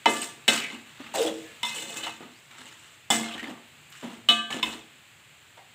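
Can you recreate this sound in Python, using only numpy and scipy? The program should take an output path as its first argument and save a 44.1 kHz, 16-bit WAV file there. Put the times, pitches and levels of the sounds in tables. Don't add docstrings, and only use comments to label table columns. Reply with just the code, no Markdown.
import sys
import numpy as np
from scipy import signal
from scipy.fft import rfft, irfft, next_fast_len
from scipy.io import wavfile
from scipy.ndimage import uniform_filter1d, minimum_filter1d

SR = 44100
rng = np.random.default_rng(int(sys.argv[2]) if len(sys.argv) > 2 else 0)


def invert_db(level):
    return 10 ** (np.asarray(level, dtype=float) / 20)


def file_out(sig):
    cols = np.atleast_2d(sig).T
    lim = np.clip(cols, -1, 1)
    pcm = np.round(lim * 32767).astype(np.int16)
    wavfile.write(sys.argv[1], SR, pcm)


N = 253479

# (frequency [Hz], t60 [s])
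POT_MODES = [(226, 0.36), (322, 0.55), (436, 0.28), (464, 0.3), (556, 0.3), (694, 0.52), (830, 0.18),
             (950, 0.075), (1184, 0.6), (1292, 0.18), (1566, 0.55), (1725, 0.45), (2070, 0.32),
             (2150, 0.14), (2568, 0.4), (2614, 0.14), (2660, 0.15), (2985, 0.17), (3047, 0.22),
             (3311, 0.16), (3568, 0.17), (3595, 0.12), (3811, 0.13), (4042, 0.2), (4242, 0.22), (4455, 0.2),
             (5210, 0.12), (5445, 0.12)]
# (time [s], crash level [dB], brightness [dB per octave], crash t60 [factor])
KNOCKS = [
    (.0575, -26.5, -3.5, 2.8),
    (.479, -15, -0.4, 0.85),
    (1.6305, -37, 1.5, 0.85),
    (3.1025, -20.5, 2, 2.15),
    (4.287, -27.5, 0, 2.2),
    (4.628, -36.5, 6, 2.7),
]
# (level [dB] at each of the six knocks, which land on different places)
KNOCK_PLACES = [(-32, -28.5, -44.5, -28.5, -32, -34.5), (-34, -37, -70, -35.5, -44, -43),
                (-27.5, -58, -68, -39, -65, -58), (-31.5, -32, -55.5, -34.5, -68, -47),
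                (-31, -32.5, -56, -57, -65, -51), (-31.5, -33.5, -51.5, -31.5, -33.5, -58),
                (-26.5, -33, -47, -40, -39, -52), (-11.5, -42, -31.5, -32, -51, -53),
                (-28, -61, -55, -38.5, -24, -45), (-28.5, -63, -39.5, -53, -30, -55),
                (-41, -28.5, -55, -45, -34, -45), (-32, -52, -57, -34.5, -38, -53),
                (-21.5, -21.5, -31, -26, -36, -35), (-49.5, -25, -40, -31, -27, -28),
                (-28.5, -22.5, -40, -37, -23, -30.5), (-23.5, -10.5, -46, -41, -26, -31),
                (-45.5, -50, -41, -41, -39, -24), (-17, -9, -27, -21, -6, -22.5),
                (-56.5, -51, -49, -50, -39, -35), (-26.5, -15.5, -35, -28, -16, -27),
                (-30.5, -17, -27, -48, -17.5, -39), (-59.5, -37, -51, -25, -27, -19.5),
                (-30, -13, -33, -34, -14, -31), (-29.5, -22, -39, -45, -24, -40),
                (-51, -23.5, -50, -51, -32, -46), (-37, -28, -52, -53, -32.5, -42),
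                (-63, -28, -44, -31, -60, -33), (-34, -22, -44, -38, -34, -43)]
KNOCK_DAMPING = [1.02, 1.67, 0.93, 0.79, 0.93, 1.57]
KNOCK_DAMPING_TILT = [0.0, 0.0063, 0, 0.12, 0.09, 0.058]
KNOCK_RINGS_FOR = [.4, .4, .4, .4, .27, .3]
# (frequency [Hz], level [dB per Hz])
CRASH_SPECTRUM = [(70, -27.5), (120, -24), (250, -1), (700, -3.5), (1400, -4.5), (2200, 0), (3500, -19),
                  (4500, -12.5), (6200, -9.5), (8000, -4.5), (9800, -19), (11500, -19), (14500, -21),
                  (16400, -6.5)]
# (frequency [Hz], t60 [s])
CRASH_T60 = [(150, 0.21), (600, 0.17), (2000, 0.13), (5000, 0.14), (8000, 0.2), (15000, 0.085)]
# (time [s], peak level [dB], centre [Hz], t60 [s])
CRACKS = [
    (.4808, -8, 7900, .016),
    (.4812, -7, 2700, .03),
    (3.1035, -14, 5250, .03),
    (3.1215, -15, 750, .025),
    (3.132, -14, 850, .03),
    (.2172, -33, 11000, .03),
    (2.5105, -43, 2300, .08),
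    (4.0275, -37, 500, .08),
    (4.5055, -28, 2200, .04),
]
# (start [s], length [s], pressure [dB], depth in the pasta [dB], grit [dB])
STROKES = [(0.074, 0.16, -36.5, -5, 5), (0.496, 0.082, -27.5, -5, 0), (0.706, 0.042, -42.5, -7, -6),
           (0.857, 0.12, -50, -15, -8), (0.991, 0.35, -42.5, -4.5, -16), (1.136, 0.12, -33, -5.5, 3.5),
           (1.364, 0.11, -50.5, -13, 1.5), (1.645, 0.056, -32, -17.5, -0.5), (1.737, 0.21, -38, -2, 1),
           (1.945, 0.14, -38, -3, -1), (2.027, 0.023, -32.5, -28, -6), (2.217, 0.032, -45.5, 1.5, -29),
           (2.31, .15, -58, -23, 1), (2.503, 0.098, -46, -10.5, -9), (2.575, 0.11, -45, -6.5, -3.5),
           (2.672, 0.27, -49, -13.5, -1.5), (3.101, 0.071, -32, 2.5, 5), (3.227, 0.13, -37.5, -10, -11),
           (3.421, 0.12, -47.5, 8, -9), (3.916, 0.16, -45, -25, -4), (4.022, 0.028, -48, 5, -12),
           (4.093, 0.049, -46.5, 1, -5), (4.502, 0.058, -32.5, 1, -6.5), (4.629, 0.1, -37, 0, -3)]
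# (frequency [Hz], level [dB per Hz])
RASP_SPECTRUM = [(47, -57), (80, -10.5), (249, 12.5), (465, -3.5), (759, 0.5), (1420, -7.5), (2110, -7.5),
                 (2310, -11), (3020, -6.5), (4710, -25.5), (5900, -27), (7700, -20), (11500, -42.5),
                 (14700, -35), (16400, -44.5)]
SLIDING_DB = [-14, -13, -12, -11, -12, -12, -10, -10, -17, -18, -17, -16, -10, -12, -8, -8, -8, 1, -10, -9,
              -7, -8, -8, -8, -14, -14, -22, -24]
# (time [s], level [dB], frequency [Hz])
SCOOP = [
    (1.14, -29, 830),
    (1.156, -28.5, 754),
    (1.185, -27, 597),
    (1.205, -29.5, 514),
    (1.245, -32, 490),
    (1.278, -33, 420),
    (1.346, -43.5, 430),
    (1.42, -65, 440),
]
# (frequency [Hz], width [Hz], level [dB])
SCOOP_RINGS = [(311.3, 8.2, 3.5), (459, 26, -1), (528, 19, -4.5), (585, 20, -13), (668, 32, -11.5),
               (800, 33, -8.5), (870, 25, -18), (1010, 21, -23)]
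# (time [s], level [dB], frequency [Hz])
GRIT_SQUEAL = [
    (0.58, -47, 2480),
    (0.61, -31.5, 2500),
    (0.654, -29, 2170),
    (0.68, -37, 2140),
    (0.76, -60, 2290),
]
# (time
# [s], peak level [dB], frequency [Hz], t60 [s], rise [s])
PINGS = [(0.0582, -8, 889, 0.051, 0.00098), (.0605, -11, 734, 0.028, .002),
         (0.2153, -18.5, 8280, 0.026, 0.0025), (.229, -35, 8150, .04, .003), (.238, -34, 8300, .06, .003),
         (1.14, -29, 885, .1, 0.0016), (1.153, -27.5, 644, 0.17, 0.0033), (1.157, -27, 963, 0.086, 0.0031),
         (1.18, -26, 694, .07, 0.0024), (1.193, -22, 554, 0.069, 0.005),
         (1.201, -17.5, 464.6, 0.15, 0.0068), (1.226, -25, 627, 0.051, .003),
         (1.235, -25, 472, 0.14, 0.0033), (1.246, -26.5, 322.3, 0.47, 0.0058),
         (1.256, -19, 490, 0.056, 0.0043), (1.25, -27, 674, 0.13, 0.0036), (1.265, -33, 765, 0.17, 0.0066),
         (1.28, -26, 560, .12, 0.0034), (1.195, -37, 1534, 0.091, 0.0066), (1.305, -32, 222, 0.11, .01),
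         (1.385, -39, 319, 0.22, 0.011), (1.631, -32, 5210, .04, .001), (1.646, -24, 964, 0.057, 0.0021),
         (1.662, -38, 5370, .06, .003), (1.68, -36, 5420, .08, .003), (1.71, -28, 2070, .1, .008),
         (1.972, -36, 2600, 0.18, 0.0011), (2.032, -31, 2985, 0.18, .002), (2.09, -38, 2600, 0.13, .003),
         (3.105, -25, 990, 0.047, 0.0017), (3.124, -24, 5320, .03, .002), (3.23, -30.5, 2140, 0.11, 0.0055),
         (3.24, -38, 4050, 0.16, .01), (3.285, -31, 3250, 0.037, .003), (3.394, -33, 1865, .05, .004),
         (3.478, -42, 3250, 0.045, 0.0033), (4.629, -25, 1034, 0.058, 0.0018),
         (4.298, -19, 698.6, 0.17, 0.019), (4.315, -37, 5460, .04, .005), (4.51, -36.5, 1736, 0.36, .004),
         (4.33, -36, 1567, .9, .04),
    (4.33, -39, 1722, .9, .05),
    (.15, -36, 1740, .4, .03),
    (3.1027, -5, 800, .024, .0008),
    (3.1034, -4, 7900, .018, .0006),
    (3.1037, -10, 7100, .014, .0006),
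    (3.103, -12, 3450, .05, .0006),
    (3.116, -25, 8100, .06, .002),
    (3.142, -24, 8000, .1, .004),
    (3.163, -25, 7900, .07, .004),
]
# (time [s], peak level [dB], centre [Hz], t60 [s], ring of the wall [dB])
TICKS = [(0.217, -35.5, 2980, 0.08, 5), (0.701, -35, 2100, 0.11, -4), (1.065, -37, 2580, 0.089, -15),
         (1.681, -30, 3010, 0.065, -18), (1.7487, -43, 2990, 0.1, -6), (1.758, -30.5, 2986, 0.26, -21),
         (1.7841, -29, 2770, 0.1, -6), (1.93, -37, 3540, 0.082, -15), (1.9705, -34, 2600, 0.11, -9),
         (2.011, -43, 3270, 0.073, -2), (2.034, -37, 3000, 0.072, 2.5), (2.0388, -30.5, 3010, 0.11, 5),
         (2.067, -31, 1230, 0.056, -8), (2.5101, -54, 2570, 0.054, -12), (3.2868, -31, 3350, 0.04, -28),
         (3.322, -32.5, 4030, 0.051, -22), (3.339, -31.5, 3160, 0.08, 2), (3.3793, -29, 1830, 0.1, -12),
         (3.3945, -28, 1880, 0.11, -8), (3.4286, -30, 1860, 0.071, -8), (3.44, -28.5, 2050, 0.062, -8),
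         (3.456, -35, 1810, 0.037, -27), (3.4717, -31.5, 1790, 0.068, -26), (4.139, -40, 3120, 0.06, -8),
         (4.505, -34.5, 1740, 0.15, 5.5), (4.5264, -22, 3000, 0.053, -14), (4.587, -32, 3400, 0.068, -4),
         (4.659, -25.5, 2634, 0.11, -6)]
# (time [s], peak level [dB], centre [Hz], t60 [s])
THUDS = [(0.729, -36, 243.6, 0.41), (1.0, -33.5, 259, 0.16), (2.205, -31.5, 249, 0.27),
         (3.35, -31, 264, 0.22), (3.429, -32, 265, 0.31), (3.48, -31, 283, 0.1), (3.493, -26.5, 282, 0.11),
         (3.508, -31.5, 247, 0.079), (4.03, -29, 240, 0.5), (4.503, -33, 810, 0.1), (4.545, -32, 244, 0.19),
         (4.674, -29.5, 235, 0.18), (2.062, -29, 902, 0.19), (5.572, -40, 739, 0.26)]
# (time [s], peak level [dB], centre [Hz], t60 [s])
SNAPS = [(.088, -36, 7600, 0.053), (0.1014, -30, 8000, 0.29), (.101, -34, 10000, 0.14),
         (0.2176, -33, 8430, 0.35), (1.14, -47, 870, 0.039), (1.269, -26, 3380, 0.17),
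         (1.18, -27, 3700, 0.24), (2.511, -56, 2640, 0.044), (4.029, -48, 910, 0.045),
         (1.632, -35, 972, 0.53), (4.629, -21, 1010, 0.071), (1.668, -37, 10300, .06),
         (1.747, -33, 7750, 0.59), (1.97, -28, 7200, 0.11), (3.537, -59, 12500, 0.016),
         (3.6275, -61, 13000, .02), (3.68, -57, 12500, 0.026), (3.9009, -48, 12900, 0.037),
         (3.9174, -50, 12600, .03), (4.505, -43, 6900, 0.094)]
# (frequency [Hz], t60 [s])
KITCHEN_T60 = [(200, 0.77), (1000, 0.49), (4000, 0.54), (12000, 0.24)]
# (time [s], length [s], start [Hz], end [Hz],
# width [Hz], level [dB])
FAR_TONES = [
    (1.0, .095, 3700, 5500, 120, -61),
    (1.43, .18, 1750, 1700, 60, -55),
    (2.318, .08, 3550, 5200, 120, -62),
    (3.45, .07, 4300, 5400, 120, -61),
    (3.7, .32, 150, 148, 14, -61),
    (4.6, .24, 72, 64, 25, -56),
    (4.2, .25, 120, 105, 30, -58),
    (3.2, .3, 85, 72, 30, -62),
]
# (frequency [Hz], level [dB per Hz])
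ROOM_SPECTRUM = [(30, -31.5), (60, -11), (100, -1), (140, 1), (200, -7.5), (500, -11), (1300, -8),
                 (2700, -3), (4000, -10), (5600, -22.5), (7600, -9.5), (9500, -23), (11500, -26),
                 (14500, -22.5)]
# (time [s], level [dB])
ROOM_DRIFT = [(0, 5.5), (.9, 4.5), (1.5, 7.5), (2.4, 2.5), (3, 2.5), (3.8, 3.5), (5.1, 2.5), (5.75, 2)]

ROOM_DB = -57
GRIP_S, SAG_DB_PER_S = 0.0069, 13
LIFT_DB_PER_S = [145, 173, 168]
WALL_SHARE, BARE_SHARE = 0.11, 0.65
BARE_FROM_S, BARE_TO_S = 1.63, 2.16
WAVER_DB, WAVER_PER_S = 1.7, 45


def evened(x):
    return x / np.sqrt(np.mean(x ** 2) + 1e-20)


def read(points, hz):
    f, value = np.transpose(points)
    return np.interp(np.log(hz + 1), np.log(f + 1), value)


def add(mix, s, sound):
    part = mix[round(s * SR):][:len(sound)]
    part += sound[:len(part)]


def colour(x, points, lo_hz=0, hi_hz=SR):
    size = next_fast_len(len(x), True)
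    hz = np.fft.rfftfreq(size, 1 / SR) + 1
    edges = 1 / np.sqrt((1 + (lo_hz / hz) ** 12) * (1 + (hz / hi_hz) ** 12))
    shaped = rfft(x, size) * invert_db(read(points, hz)) * edges
    return evened(irfft(shaped, size)[:len(x)])


def resonate(x, hz, width):
    turn = np.exp(2j * np.pi * np.cumsum(hz * np.ones(len(x))) / SR)
    r = np.exp(-np.pi * width / SR)
    return 2 * (turn * signal.lfilter([1 - r], [1, -r], x / turn)).real


def dying(x, t60s, factor=1):
    hz, t, z = signal.stft(x, SR, nperseg=256)
    t60 = factor * read(t60s, hz)[:, None]
    return signal.istft(z * invert_db(-60 * t / t60), SR, nperseg=256)[1][:len(x)]


def modes(damping, seconds, tilt=0):
    t = np.arange(round(seconds * SR))[:, None] / SR
    hz, t60 = np.transpose(POT_MODES)
    t60 = t60 / (hz / 2000) ** tilt
    decay = np.log(1000) * damping / t60
    main = np.exp((2j * np.pi * hz - decay) * t)
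    twin = invert_db(-18) * np.exp((-2j * np.pi * .007 * hz + .55 * decay) * t)
    return main * (1 + twin)


def ringing(turns, levels_db, scatter=1):
    phase = 2 * np.pi * scatter * (rng.random(len(POT_MODES)) - .5)
    return (turns @ (invert_db(levels_db) * np.exp(1j * phase))).imag


def wavering(t):
    steps = np.arange(0, t[-1] + 2 / WAVER_PER_S, 1 / WAVER_PER_S)
    growth = np.minimum(10 * steps, 1.5)[:, None]
    chance_db = WAVER_DB * rng.standard_normal((len(steps), len(POT_MODES))) * growth
    return invert_db(np.transpose([np.interp(t, steps, column) for column in chance_db.T]))


def knock(place, db, tilt_db, factor):
    seconds = KNOCK_RINGS_FOR[place]
    t = np.arange(round(seconds * SR)) / SR
    shape = [(hz, level + tilt_db * np.log2(hz / 2000)) for hz, level in CRASH_SPECTRUM]
    crash = dying(colour(rng.standard_normal(len(t)), shape), CRASH_T60, factor)
    contact = 1 + 4.3 * np.exp(-t / 0.0022)
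    turns = modes(KNOCK_DAMPING[place], seconds, KNOCK_DAMPING_TILT[place]) * wavering(t)
    ring = ringing(turns, np.transpose(KNOCK_PLACES)[place], scatter=.3)
    fade = np.minimum(t / .001, 1) * np.minimum((t[-1] - t) / .04, 1)
    return (ring + invert_db(db) * contact * crash) * fade


def stroke(t, start, length, rasp_db, depth_db, grit_db):
    since = np.maximum(t - start, 0)
    layers_db = np.array([[depth_db], [0], [grit_db]])
    level_db = rasp_db - 7.0 + layers_db - SAG_DB_PER_S * np.minimum(since, length)
    lift_db = np.outer(LIFT_DB_PER_S, np.maximum(since - length, 0))
    return np.minimum(since / GRIP_S, 1) * invert_db(level_db - lift_db)


def slips(per_s, spread_db):
    strength = invert_db(spread_db * np.minimum(rng.exponential(1, N), 3))
    grabs = strength * (rng.random(N) < per_s / SR)
    return rng.standard_normal(N) * (1.4 + signal.lfilter([1], [1, -.99], grabs))


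def clumped(x, depth_db):
    z = signal.stft(x, SR, nperseg=256)[2]
    patches = uniform_filter1d(rng.standard_normal(z.shape[::-1]), size=5, axis=0)
    patches = evened(uniform_filter1d(patches, size=5, axis=1))
    return evened(signal.istft(z * invert_db(depth_db * patches.T), SR, nperseg=256)[1][:len(x)])


def stirring(turns):
    t = np.arange(N) / SR
    steps = np.arange(0, N / SR + .01, .002)
    control = np.sqrt(sum(stroke(steps, *row) ** 2 for row in STROKES))
    rumble, rasp, hiss = [np.interp(t, steps, layer) for layer in control]
    bare = (t > BARE_FROM_S) & (t < BARE_TO_S)
    share = np.where(bare, BARE_SHARE, WALL_SHARE)
    drive = clumped(slips(per_s=300, spread_db=2.2), depth_db=2.2)

    wall = ringing(turns, SLIDING_DB)
    wall /= np.linalg.norm(wall)
    flat = [(100, 0), (16000, 0)]
    low, mid = colour(drive, flat, 150, 1200), colour(drive, flat, 1200, 4800)
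    low_scale, mid_scale = [np.std(signal.oaconvolve(v, wall)) for v in (low, mid)]
    push = np.sqrt(share) * (rumble * low / low_scale + rasp * mid / mid_scale)
    sung = signal.oaconvolve(push, wall)[:N]

    direct = rumble * colour(drive, RASP_SPECTRUM, 0, 1200)
    direct += rasp * colour(drive, RASP_SPECTRUM, 1200, 4800)
    return 1.4 * sung + np.sqrt(1 - share) * direct + hiss * colour(drive, RASP_SPECTRUM, 4800)


def glide(rows, narrow, wide):
    s, level_db, centre_hz = np.transpose(rows)
    t = np.arange(s[0], s[-1] + 0.3, 1 / SR)
    hz = np.interp(t, s, centre_hz)
    tone = resonate(rng.standard_normal(len(t)), hz, narrow)
    tone = evened(resonate(tone, hz, wide))
    level = invert_db(np.interp(t, s, level_db, right=-99) - 4.0)
    return tone * level * np.minimum((t - s[0]) / 0.0012, 1)


def scoop():
    tone = glide(SCOOP, 400, 710)
    return .6 * tone + sum(invert_db(db + 11) * resonate(tone, hz, width) for hz, width, db in SCOOP_RINGS)


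def ping(db, hz, t60, rise_s):
    t = np.arange(round(.25 * SR)) / SR
    drift = 1 + .004 * evened(uniform_filter1d(rng.standard_normal(len(t)), size=300))
    rise = np.sin(np.pi / 2 * np.minimum(t / max(rise_s, 1e-4), 1)) ** 2
    fade = np.minimum((t[-1] - t) / 0.044, 1)
    tone = np.sin(2 * np.pi * np.cumsum(hz * drift) / SR)
    return invert_db(db - 60 * t / max(t60, .01)) * rise * fade * tone


def bump(db, hz, t60, spread, clear=0):
    t = np.arange(round(.25 * SR)) / SR
    shake = rng.standard_normal(len(t))
    pure = np.sqrt(2) * np.sin(2 * np.pi * hz * t)
    ring = clear * pure + (1 - clear) * evened(resonate(shake, hz, spread * hz))
    body = .8 * ring + .55 * colour(shake, RASP_SPECTRUM, lo_hz=.75 * hz)
    return invert_db(db - 5.0 - 60 * t / max(t60, .01)) * body * np.minimum(t * hz / 0.5, 1)


def tick(turns, db, hz, t60, ring_db):
    wall = ringing(turns, np.array(SLIDING_DB) + 4 * rng.standard_normal(len(POT_MODES)))
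    return wall * invert_db(db + ring_db) / abs(wall).max() + bump(db, hz, t60, spread=0.045, clear=.6)


def kitchen(x):
    taps = np.zeros(SR // 2)
    at = np.arange(200, len(taps) - 20, 20)
    taps[at + rng.integers(0, 20, len(at))] = rng.choice([-1., 1.], len(at))
    tail = dying(taps, KITCHEN_T60)
    return signal.fftconvolve(x, tail / np.linalg.norm(tail))[:N]


def far_tone(length, start_hz, end_hz, width, db):
    n = round(length * SR)
    hz = start_hz + (end_hz - start_hz) * np.linspace(0, 1, n) ** .8
    fuzz = evened(resonate(rng.standard_normal(n), hz, width))
    tone = 1.2 * np.sin(2 * np.pi * np.cumsum(hz) / SR) + .5 * fuzz
    return invert_db(db) * tone * signal.windows.tukey(n, .4) * np.linspace(1, .35, n)


def room_tone():
    s, drift_db = np.transpose(ROOM_DRIFT)
    level = invert_db(ROOM_DB + np.interp(np.arange(N) / SR, s, drift_db))
    return level * colour(rng.standard_normal(N), ROOM_SPECTRUM)


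def scene():
    muffled = modes(damping=1.7, seconds=.25)
    pot = stirring(muffled)
    for place, (s, *blow) in enumerate(KNOCKS):
        add(pot, s, knock(place, *blow))
    for s, *crack in CRACKS:
        add(pot, s, bump(*crack, spread=.08, clear=.7))
    add(pot, SCOOP[0][0], scoop())
    add(pot, GRIT_SQUEAL[0][0], glide(GRIT_SQUEAL, 500, 900))
    for s, *catch in PINGS:
        add(pot, s, ping(*catch))
    for s, *touch in TICKS:
        add(pot, s, tick(muffled, *touch))
    for s, *thud in THUDS:
        add(pot, s, bump(*thud, spread=0.17, clear=0.44))
    for s, *snap in SNAPS:
        add(pot, s, bump(*snap, spread=0.043, clear=0.27))
    pot = signal.sosfilt(signal.butter(2, 100, "high", fs=SR, output="sos"), pot)

    far = room_tone()
    for s, *call in FAR_TONES:
        add(far, s, far_tone(*call))
    return np.tile(pot + invert_db(-14) * kitchen(pot) + far, (2, 1))


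def top_cut(x):
    return signal.sosfilt(signal.butter(12, 16650, fs=SR, output="sos"), x)


def record(dry):
    x = signal.sosfilt(signal.butter(2, 60, "high", fs=SR, output="sos"), dry)
    crest = -minimum_filter1d(-abs(x), 133, axis=1)
    x = x / uniform_filter1d(np.maximum(crest / .56, 1), 89, axis=1)
    band = signal.firwin(301, 15550, window=("kaiser", 6), fs=SR)
    mix = signal.oaconvolve(x, band[None], "same")
    return top_cut(mix)


dry = scene()
out = record(dry)
file_out(out)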